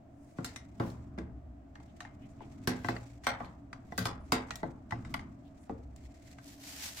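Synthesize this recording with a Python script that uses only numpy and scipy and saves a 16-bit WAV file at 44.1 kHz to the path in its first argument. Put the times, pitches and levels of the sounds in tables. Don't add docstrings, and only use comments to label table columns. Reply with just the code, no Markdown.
import sys
import numpy as np
from scipy import signal
from scipy.fft import rfft, irfft
from scipy.io import wavfile

SR = 44100
rng = np.random.default_rng(int(sys.argv[2]) if len(sys.argv) > 2 else 0)


def unload_audio(sound):
    columns = np.transpose(np.atleast_2d(sound))
    steps = np.round(np.clip(columns, -1, 1) * 32767)
    wavfile.write(sys.argv[1], SR, steps.astype(np.int16))


N = 308700
TIME = np.arange(N) / SR
RING_SIZE, RUN_IN = 2 ** 16, 512


# (t/s, strength level/dB, contact time t/s, struck part f/Hz, its ring level/dB, cabinet ring level/dB,
#  switch case level/dB, panel boom level/dB, frame thud level/dB)
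KNOCK_EVENTS = [(0.384, -34, 0.0016, 700, -21.5, 0.5, -4, 1.5, 3.5),
                (0.798, -30.5, 0.00088, 1460, -18, 1.5, -4, 4.5, 1),
                (1.177, -32.5, 0.002, 616, -19, -2, -3, 8.5, 0.5),
                (2.404, -44, 0.0019, 646, -28, 4.5, 9, 2.5, -20),
                (2.673, -30.5, 0.00016, 1450, -16, 0, -27.5, 6, 1.5),
                (2.845, -46.5, 0.00029, 1040, -10, 2, 12.5, 3, 16),
                (2.885, -33, 0.00037, 706, -22, -0.5, 8, 4, 3.5),
                (3.267, -25, 0.00036, 1420, -29, .5, -16, -9, -16.5),
                (3.403, -32, 0.0021, 704, -7, 7, 6.5, -11, -13.5),
                (3.921, -48, 0.00055, 736, -17, -5.5, 9, 12, 1.5),
                (3.978, -36, 0.000098, 860, -30, 0, -5.5, 1, 12),
                (4.054, -33, 0.00025, 890, -45.5, 0, -7, -0.5, -6.5),
                (4.32, -22.5, 0.00025, 1210, -28, -1, -24, 4, -19),
                (4.6298, -22, 0.0022, 642, -5, -2.5, 2, 1, -21.5),
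                (4.921, -37.5, 0.00065, 746, -25, -2, 11, -0.5, 8),
                (5.14, -30.5, 0.00038, 1040, -10.5, -8.5, -7, -17.5, -32),
                (5.694, -23.5, 0.0036, 783, -10, 1.5, 3.5, 3, -29.5)]
# (f/Hz, level/dB)
KNOCK_TONE = [(30, 7), (60, 40), (110, 49), (250, 44.5), (480, 38), (750, 40.5), (1450, 41.5), (2050, 37),
              (2600, 35.5), (3600, 37.5), (5200, 39.5), (7000, 36), (10000, 35), (14000, 37)]


def knocks():
    return contacts(KNOCK_EVENTS, KNOCK_TONE, crack=0.47, chatter_s=0.005, modes_db=-2.0,
                    scatter_db=2.5, part_db=-17.5, flex_s=0.00321, delay_s=0.00073)


# (t/s, strength level/dB, contact time t/s, struck part f/Hz, its ring level/dB, cabinet ring level/dB)
TICK_EVENTS = [(0.4447, -37.5, 0.000094, 1960, -51, -2), (0.56, -40.5, 0.00019, 2540, -41.5, -5.5),
               (0.9013, -63, .0001, 4200, -46, -1.5), (1.1848, -42, 0.00038, 2130, -48, -5.5),
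               (1.7542, -39, 0.00082, 1830, -47.5, -8), (1.8, -45, 0.00089, 1910, -72, -6),
               (2.0043, -38, 0.00037, 1820, -35, -3.5), (2.0498, -32.5, 0.0015, 1820, -38, -0.5),
               (2.9642, -24.5, 0.0012, 1860, -38, -12.5), (3.236, -56, 0.00022, 3610, -60, 14.5),
               (3.4449, -46.5, 0.00053, 2350, -49, 3.5), (3.7291, -31.5, 0.00076, 1980, -35, -7.5),
               (4.5063, -26.5, 0.00047, 2230, -54, -9), (4.556, -45.5, 0.000023, 5730, -33, -10),
               (4.9078, -37.5, 0.00042, 1900, -39, -4), (5.0486, -45.5, 0.00047, 2100, -45, -1),
               (5.1935, -41, 0.00056, 2090, -36, -3.5), (5.9613, -61.5, 0.000073, 7200, -43.5, -8),
               (6.0364, -71, 0.000085, 4540, -66, 4), (6.3137, -63, 0.000039, 4130, -51.5, -19),
               (6.3842, -46, 0.00057, 2070, -46, -5)]
# (f/Hz, level/dB)
TICK_TONE = [(60, 18), (300, 4.9), (700, 34.8), (1100, 36.5), (2050, 37.4), (2700, 34.2), (5000, 37.4),
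             (7500, 38.3), (10000, 31), (14000, 28)]


def ticks():
    case_db, boom_db, thud_db = -24, 0, 0
    light = [(*row, case_db, boom_db, thud_db) for row in TICK_EVENTS]
    return contacts(light, TICK_TONE, crack=0.11, chatter_s=0.0048, modes_db=-7.5,
                    scatter_db=7.0, part_db=5.5, flex_s=0.0022, delay_s=0.00054)


# (f/Hz, relative level/dB, time to fade 60 dB t/s)
PANEL_MODES = [(61, 22.5, 3.9), (117.7, 17, 0.83), (180.1, 14, 0.46), (187.8, 4.5, 0.8), (251.9, 19, 0.41),
               (334, 12.5, 0.23), (447.6, 16.5, 0.3), (542, 15.5, 0.29), (713, 15.5, 0.22),
               (822, 14.5, 0.35), (1034, 11.5, 0.25), (1130, 13, 0.13), (1312, -1.5, 0.043),
               (1226, -12, 0.068), (1388, 8, 0.16), (1552, 15.5, 0.11), (1900, 15, 0.33), (1924, 4, 0.6),
               (2105, 14, 0.3)]
# (f/Hz, relative level/dB, time to fade 60 dB t/s)
CASE_MODES = [(708, 14.5, 0.11), (867, 8.5, 0.064), (1028, 5, 0.055), (1730, 3.5, 0.06), (1992, 15, 0.053)]
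# (f/Hz, level/dB up on the left and down on the right)
LEFT_LEAN = [(100, 0), (500, 1), (1000, 0), (2000, 1.74), (4500, -0.1), (8000, 0.5), (13000, 1)]


def contacts(rows, colour, crack, chatter_s, modes_db, scatter_db, part_db, flex_s, delay_s):
    t, hz = TIME[:RING_SIZE], bins(RING_SIZE)
    out = np.zeros((2, N + RING_SIZE))
    tails = [rfft(cabinet_tail(build_s=0.0043)) for _ in range(8)]
    panels, case = mode_sines(PANEL_MODES), mode_sines(CASE_MODES)
    lateness_s = flex_s / (1 + (hz / 900) ** 2)
    flex = np.exp(-2j * np.pi * np.cumsum(lateness_s) * hz[1])
    lean = from_db(at_hz(LEFT_LEAN, hz) * [[1], [-1]])
    chatter_fade = np.exp(-t / chatter_s)
    chatter_fade /= np.linalg.norm(chatter_fade)

    for k, row in enumerate(rows):
        s, strength_db, contact_s, part_hz, part_level_db, ring_db, case_db, boom_db, thud_db = row
        chatter = rng.standard_normal((2, RING_SIZE)) * chatter_fade
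        chatter[0, 0] += crack
        cabinet = tails[k % len(tails)] + from_db(modes_db) * struck(panels, scatter_db)
        blow = to_ports(chatter) + from_db(ring_db) * cabinet
        blow = blow + from_db(case_db) * struck(case, scatter_db)
        blow = blow * hardness(strength_db, contact_s, boom_db, thud_db, colour)

        part_fade = from_db(part_level_db + part_db - 60 * t * part_hz / 36)
        part = part_fade * np.sin(2 * np.pi * part_hz * t)
        sound = irfft((blow + rfft(part)) * flex * lean)
        start = round((s + delay_s) * SR) - RUN_IN
        out[:, start:start + RING_SIZE] += np.roll(sound, RUN_IN, axis=1)
    return out[:, :N]


def hardness(strength_db, contact_s, boom_db, thud_db, colour):
    hz = bins(RING_SIZE)
    boom_hz, boom_octaves, thud_hz = 328, 0.56, 149
    boom = np.exp(-.5 * (np.log2((hz + 1) / boom_hz) / boom_octaves) ** 2)
    thud = np.exp(-.5 * (hz / boom_hz) ** 2) / np.sqrt(1 + (hz / thud_hz) ** 2)
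    force_db = strength_db - 12 * np.log2(np.hypot(1, hz * contact_s))
    body_db = boom_db * boom + thud_db * thud
    uneven_db = 2.8 * ripple(spacing_hz=200) * hz / (hz + 900)
    return causal(force_db + body_db + at_hz(colour, hz) + uneven_db)


def causal(db):
    cepstrum = irfft(np.log(from_db(db)))
    half = len(cepstrum) // 2
    return np.exp(rfft(np.r_[cepstrum[:1], 2 * cepstrum[1:half]], 2 * half))


def ripple(spacing_hz):
    knots = rng.standard_normal(400)
    return 1.8 * np.interp(bins(RING_SIZE) / spacing_hz, np.arange(len(knots)), knots)


def mode_sines(table):
    t = TIME[:RING_SIZE]
    hz, db, t60 = np.transpose(table)[:, :, None]
    fade = from_db(-60 * t / t60)
    size = from_db(db) * 2 / fade.sum(axis=1, keepdims=True)
    return size * fade * np.sin(2 * np.pi * hz * t)


def struck(modes, scatter_db):
    shape = (2, len(modes))
    strengths = from_db(scatter_db * rng.standard_normal(shape))
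    signs = rng.choice([-1, 1], shape)
    return to_ports((strengths * signs) @ modes)


# (f/Hz, time to fade 60 dB t/s)
ECHO_FADE = [(80, 1), (210, 0.26), (560, 0.57), (1470, 0.42), (3900, 0.2), (8000, 0.15), (15000, 0.091)]


def cabinet_tail(build_s):
    t, hz = TIME[:RING_SIZE], bins(RING_SIZE)
    lumps = from_db(2.0 * drift(rate=250)[:RING_SIZE])
    white = to_ports(rms_one(lumps * rng.standard_normal((2, RING_SIZE))))
    centres, out = np.geomspace(60, 15000, 9), 0
    for centre, share in zip(centres, np.eye(len(centres))):
        build_up = 1 - np.exp(-t / (build_s + 1 / centre))
        fade = from_db(-60 * t / at_hz(ECHO_FADE, centre)) * build_up
        band = irfft(white * at_hz(np.c_[centres, share], hz))
        out = out + band * fade / np.linalg.norm(fade)
    return out


# (middle t/s, level/dB, centre f/Hz, skin hiss level/dB, time from middle to 17 dB down t/s)
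SCUFF_EVENTS = [(0.2794, -47.5, 7440, -83, 0.19), (0.862, -33.5, 3030, -64, 0.089),
                (1.895, -39, 2980, -98, 0.027), (2.238, -35, 2440, -84, 0.04),
                (2.305, -43, 7000, -100, 0.026), (2.426, -33.5, 2540, -106, 0.04),
                (2.848, -34, 3220, -69, 0.18), (3.1, -52, 7660, -96, 0.026), (4.031, -22, 3460, -56, 0.073),
                (5.112, -46, 2720, -66, 0.016), (5.467, -41, 3180, -82, 0.035),
                (5.627, -40, 7800, -96, 0.047)]
# (f/Hz, level/dB)
SKIN_TONE = [(2000, -53), (5000, 1), (9000, -8), (16000, -8)]


def scuffs(octaves):
    white, out = to_ports(rng.standard_normal((2, N))), np.zeros((2, N))
    skin = coloured(SKIN_TONE)
    for s, level_db, hz, skin_db, length_s in SCUFF_EVENTS:
        band = np.exp(-.5 * (np.log2((bins(N) + 1) / hz) / octaves) ** 2)
        slip = from_db(level_db - 33) * rms_one(irfft(white * band, N))
        out += swell(s, length_s) * (slip + from_db(skin_db) * skin)
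    return out * from_db(2.0 * drift(rate=47))


# (middle t/s, relative level/dB, time from middle to 17 dB down t/s)
WIRE_PULLS = [(0.306, -79.5, 0.11), (0.5, -65, 0.14), (0.845, -74, 0.33), (1.928, -75, 0.23),
              (2.47, -75.5, 0.43), (2.9, -63.5, 0.36), (3.42, -67.5, 0.15), (3.944, -76, 0.3),
              (4.482, -66, 0.28), (5.075, -72, 0.24), (5.612, -78.5, 0.46), (6.035, -74.5, 0.073),
              (6.28, -69, 0.27)]
# (f/Hz, level/dB)
RUSTLE_TONE = [(300, -15.5), (1000, -12.5), (2100, 5.5), (2900, -3.5), (4500, -3.5), (7800, -2.5),
               (9500, -14.5), (16000, -19.5)]


def rustle():
    sliding = strokes(WIRE_PULLS)
    flicker = from_db(4 * drift(rate=35))
    crackles = from_db(-17.5) * crackle(from_db(at_hz(RUSTLE_TONE, bins(N))))
    wires = flicker * (coloured(RUSTLE_TONE, grain_db=-1.0) + crackles)
    skin = from_db(-27.5 + 1.1 * drift(rate=26)) * coloured(SKIN_TONE)
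    return sliding * (wires + skin)


# (t/s, relative level/dB)
WIRE_PRESS = [(0.0, -58), (0.33, -58), (1.11, -48), (1.56, -57), (2.67, -48), (2.86, -51), (3.02, -58.5),
              (3.88, -52), (4.19, -50), (4.82, -51.5), (5.15, -42), (5.4, -53), (6.71, -58.5), (7.0, -56)]
# (f/Hz, level/dB)
RUB_TONE = [(60, -2.5), (115, 5.5), (160, -1), (260, 3.5), (400, -16.5), (600, -31.5), (1200, -21.5),
            (2500, -45.5), (6000, -77)]


def rub():
    press_db, = in_time(WIRE_PRESS)
    shudder = sum(from_db(row[1] - 21.5) * surge(row[0], peak_s=0.029) for row in KNOCK_EVENTS)
    return np.hypot(from_db(press_db - 1.5), shudder) * coloured(RUB_TONE)


# (t/s, level/dB)
PANEL_SWAYS = [(0.698, -52.5), (1.102, -48), (2.7, -57), (3.85, -60), (4.88, -57), (5.661, -50)]


def sway():
    swaying = sum(from_db(db) * surge(s, peak_s=0.18) for s, db in PANEL_SWAYS)
    return swaying * noise(resonance(hz=65, width=7))


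# (middle t/s, relative level/dB, time from middle to 17 dB down t/s)
SLEEVE_STROKES = [(6.28, -68.5, 0.077), (6.495, -56, 0.079), (6.714, -48.5, 0.13), (6.854, -42, 0.087),
                  (7.0, -44, 0.061)]
# (f/Hz, level/dB)
SLEEVE_TONE = [(410, -14), (700, -10), (777, -5.5), (1250, -8.5), (1750, -3), (1970, -2.5), (3370, -4),
               (4610, -2), (7290, -3), (9110, -9), (15200, -10.5), (16000, -31)]


def sleeve():
    snags = from_db(-15.5) * crackle(from_db(at_hz(SLEEVE_TONE, bins(N))))
    cloth = coloured(SLEEVE_TONE, grain_db=2.5) + snags
    return strokes(SLEEVE_STROKES) * from_db(1.9 * drift(rate=73)) * cloth


# (t/s, f/Hz, relative level/dB)
SQUEAK_GLIDES = [
    [(3.82, 11500, -103), (3.872, 12550, -84), (3.916, 12680, -95), (3.938, 12270, -76), (3.96, 11990, -90)],
    [(4.18, 10220, -100), (4.208, 9791, -82), (4.26, 9700, -81), (4.278, 9597, -92), (4.29, 10520, -71)],
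]


def squeaks():
    out = np.zeros(N)
    for rows in SQUEAK_GLIDES:
        hz, level_db = in_time(rows)
        from_end_s = np.minimum(TIME - rows[0][0], rows[-1][0] - TIME)
        sounding = np.clip(from_end_s / .02, 0, 1)
        unsteady_hz = hz + 35 * drift(rate=170)
        glide = np.sin(2 * np.pi * np.cumsum(unsteady_hz) / SR)
        out += sounding * from_db(level_db - 3.0) * glide
    return out


# (f/Hz, half-width f/Hz, rms level/dB)
DUCTS = [(74.5, 12, -61.5), (123.3, 10, -66), (184, 53, -78.5), (280.2, 13.7, -60.5), (310, 75, -68.5),
         (658.5, 64, -65), (699, 116, -72.5)]
# (f/Hz, level/dB)
AIR_TONE = [(20, -12), (45, -9.5), (80, 6), (160, -22), (300, -4.5), (450, -18), (700, -11.5),
            (1000, -15.5), (2000, -22.5), (4000, -35), (8000, -36), (9500, -49), (16000, -42.5)]


def hum():
    ducts = sum(from_db(db) * noise(resonance(hz, width)) for hz, width, db in DUCTS)
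    return ducts + from_db(-67) * coloured(AIR_TONE)


def strokes(rows):
    return sum(from_db(db) * swell(s, length_s) for s, db, length_s in rows)


def swell(s, length_s):
    return np.exp(-2 * ((TIME - s) / length_s) ** 2)


def surge(s, peak_s):
    age = np.maximum(TIME - s, 0) / peak_s
    return age * np.exp(1 - age)


def crackle(gain):
    catches = (rng.random(N) < 45 / SR) * rng.exponential(1, N)
    slips = signal.lfilter([1], [1, -np.exp(-1 / (0.0024 * SR))], catches + 1e-18)
    return rms_one(irfft(to_ports(slips * rng.standard_normal((2, N))) * gain, N))


def noise(gain, grain_db=0):
    sizes = from_db(grain_db * np.minimum(rng.exponential(1, N), 4))
    return rms_one(irfft(to_ports(rng.standard_normal((2, N)) * sizes) * gain, N))


def coloured(tone, grain_db=0):
    return noise(from_db(at_hz(tone, bins(N))), grain_db)


def resonance(hz, width):
    return 1 / (1 + ((bins(N) - hz) / width) ** 2)


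def drift(rate):
    return rms_one(irfft(rfft(rng.standard_normal(N)) / (1 + (bins(N) / rate) ** 2), N))


# (f/Hz, correlation)
SIDE_LIKENESS = [(60, 0.98), (150, 0.98), (280, 0.91), (550, 0.42), (1100, 0.064), (2200, 0.034),
                 (4500, 0.033), (14000, .01)]


def to_ports(pair):
    alike = at_hz(SIDE_LIKENESS, bins(pair.shape[-1]))
    mid, side = rfft(pair)
    return np.sqrt((1 + alike) / 2) * mid + np.sqrt((1 - alike) / 2) * side * [[1], [-1]]


def from_db(db):
    return 10 ** (np.asarray(db) / 20)


def rms_one(x):
    return x / np.sqrt(np.mean(x ** 2) + 1e-20)


def in_time(rows):
    s, *columns = np.transpose(rows)
    return [np.interp(TIME, s, c) for c in columns]


def at_hz(points, hz):
    f, value = np.transpose(points)
    return np.interp(np.log(hz + 1e-9), np.log(f), value)


def bins(size):
    return np.fft.rfftfreq(size, 1 / SR)


def scene():
    hits = from_db(-6.0) * knocks() + from_db(-6.5) * ticks()
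    wires = sway() + rub() + rustle() + scuffs(octaves=0.36) + squeaks()
    return hits + wires + sleeve() + hum()


def record(dry):
    return signal.sosfilt(signal.ellip(10, .1, 70, 16150, fs=SR, output="sos"), dry)


dry = scene()
out = record(dry)
unload_audio(out)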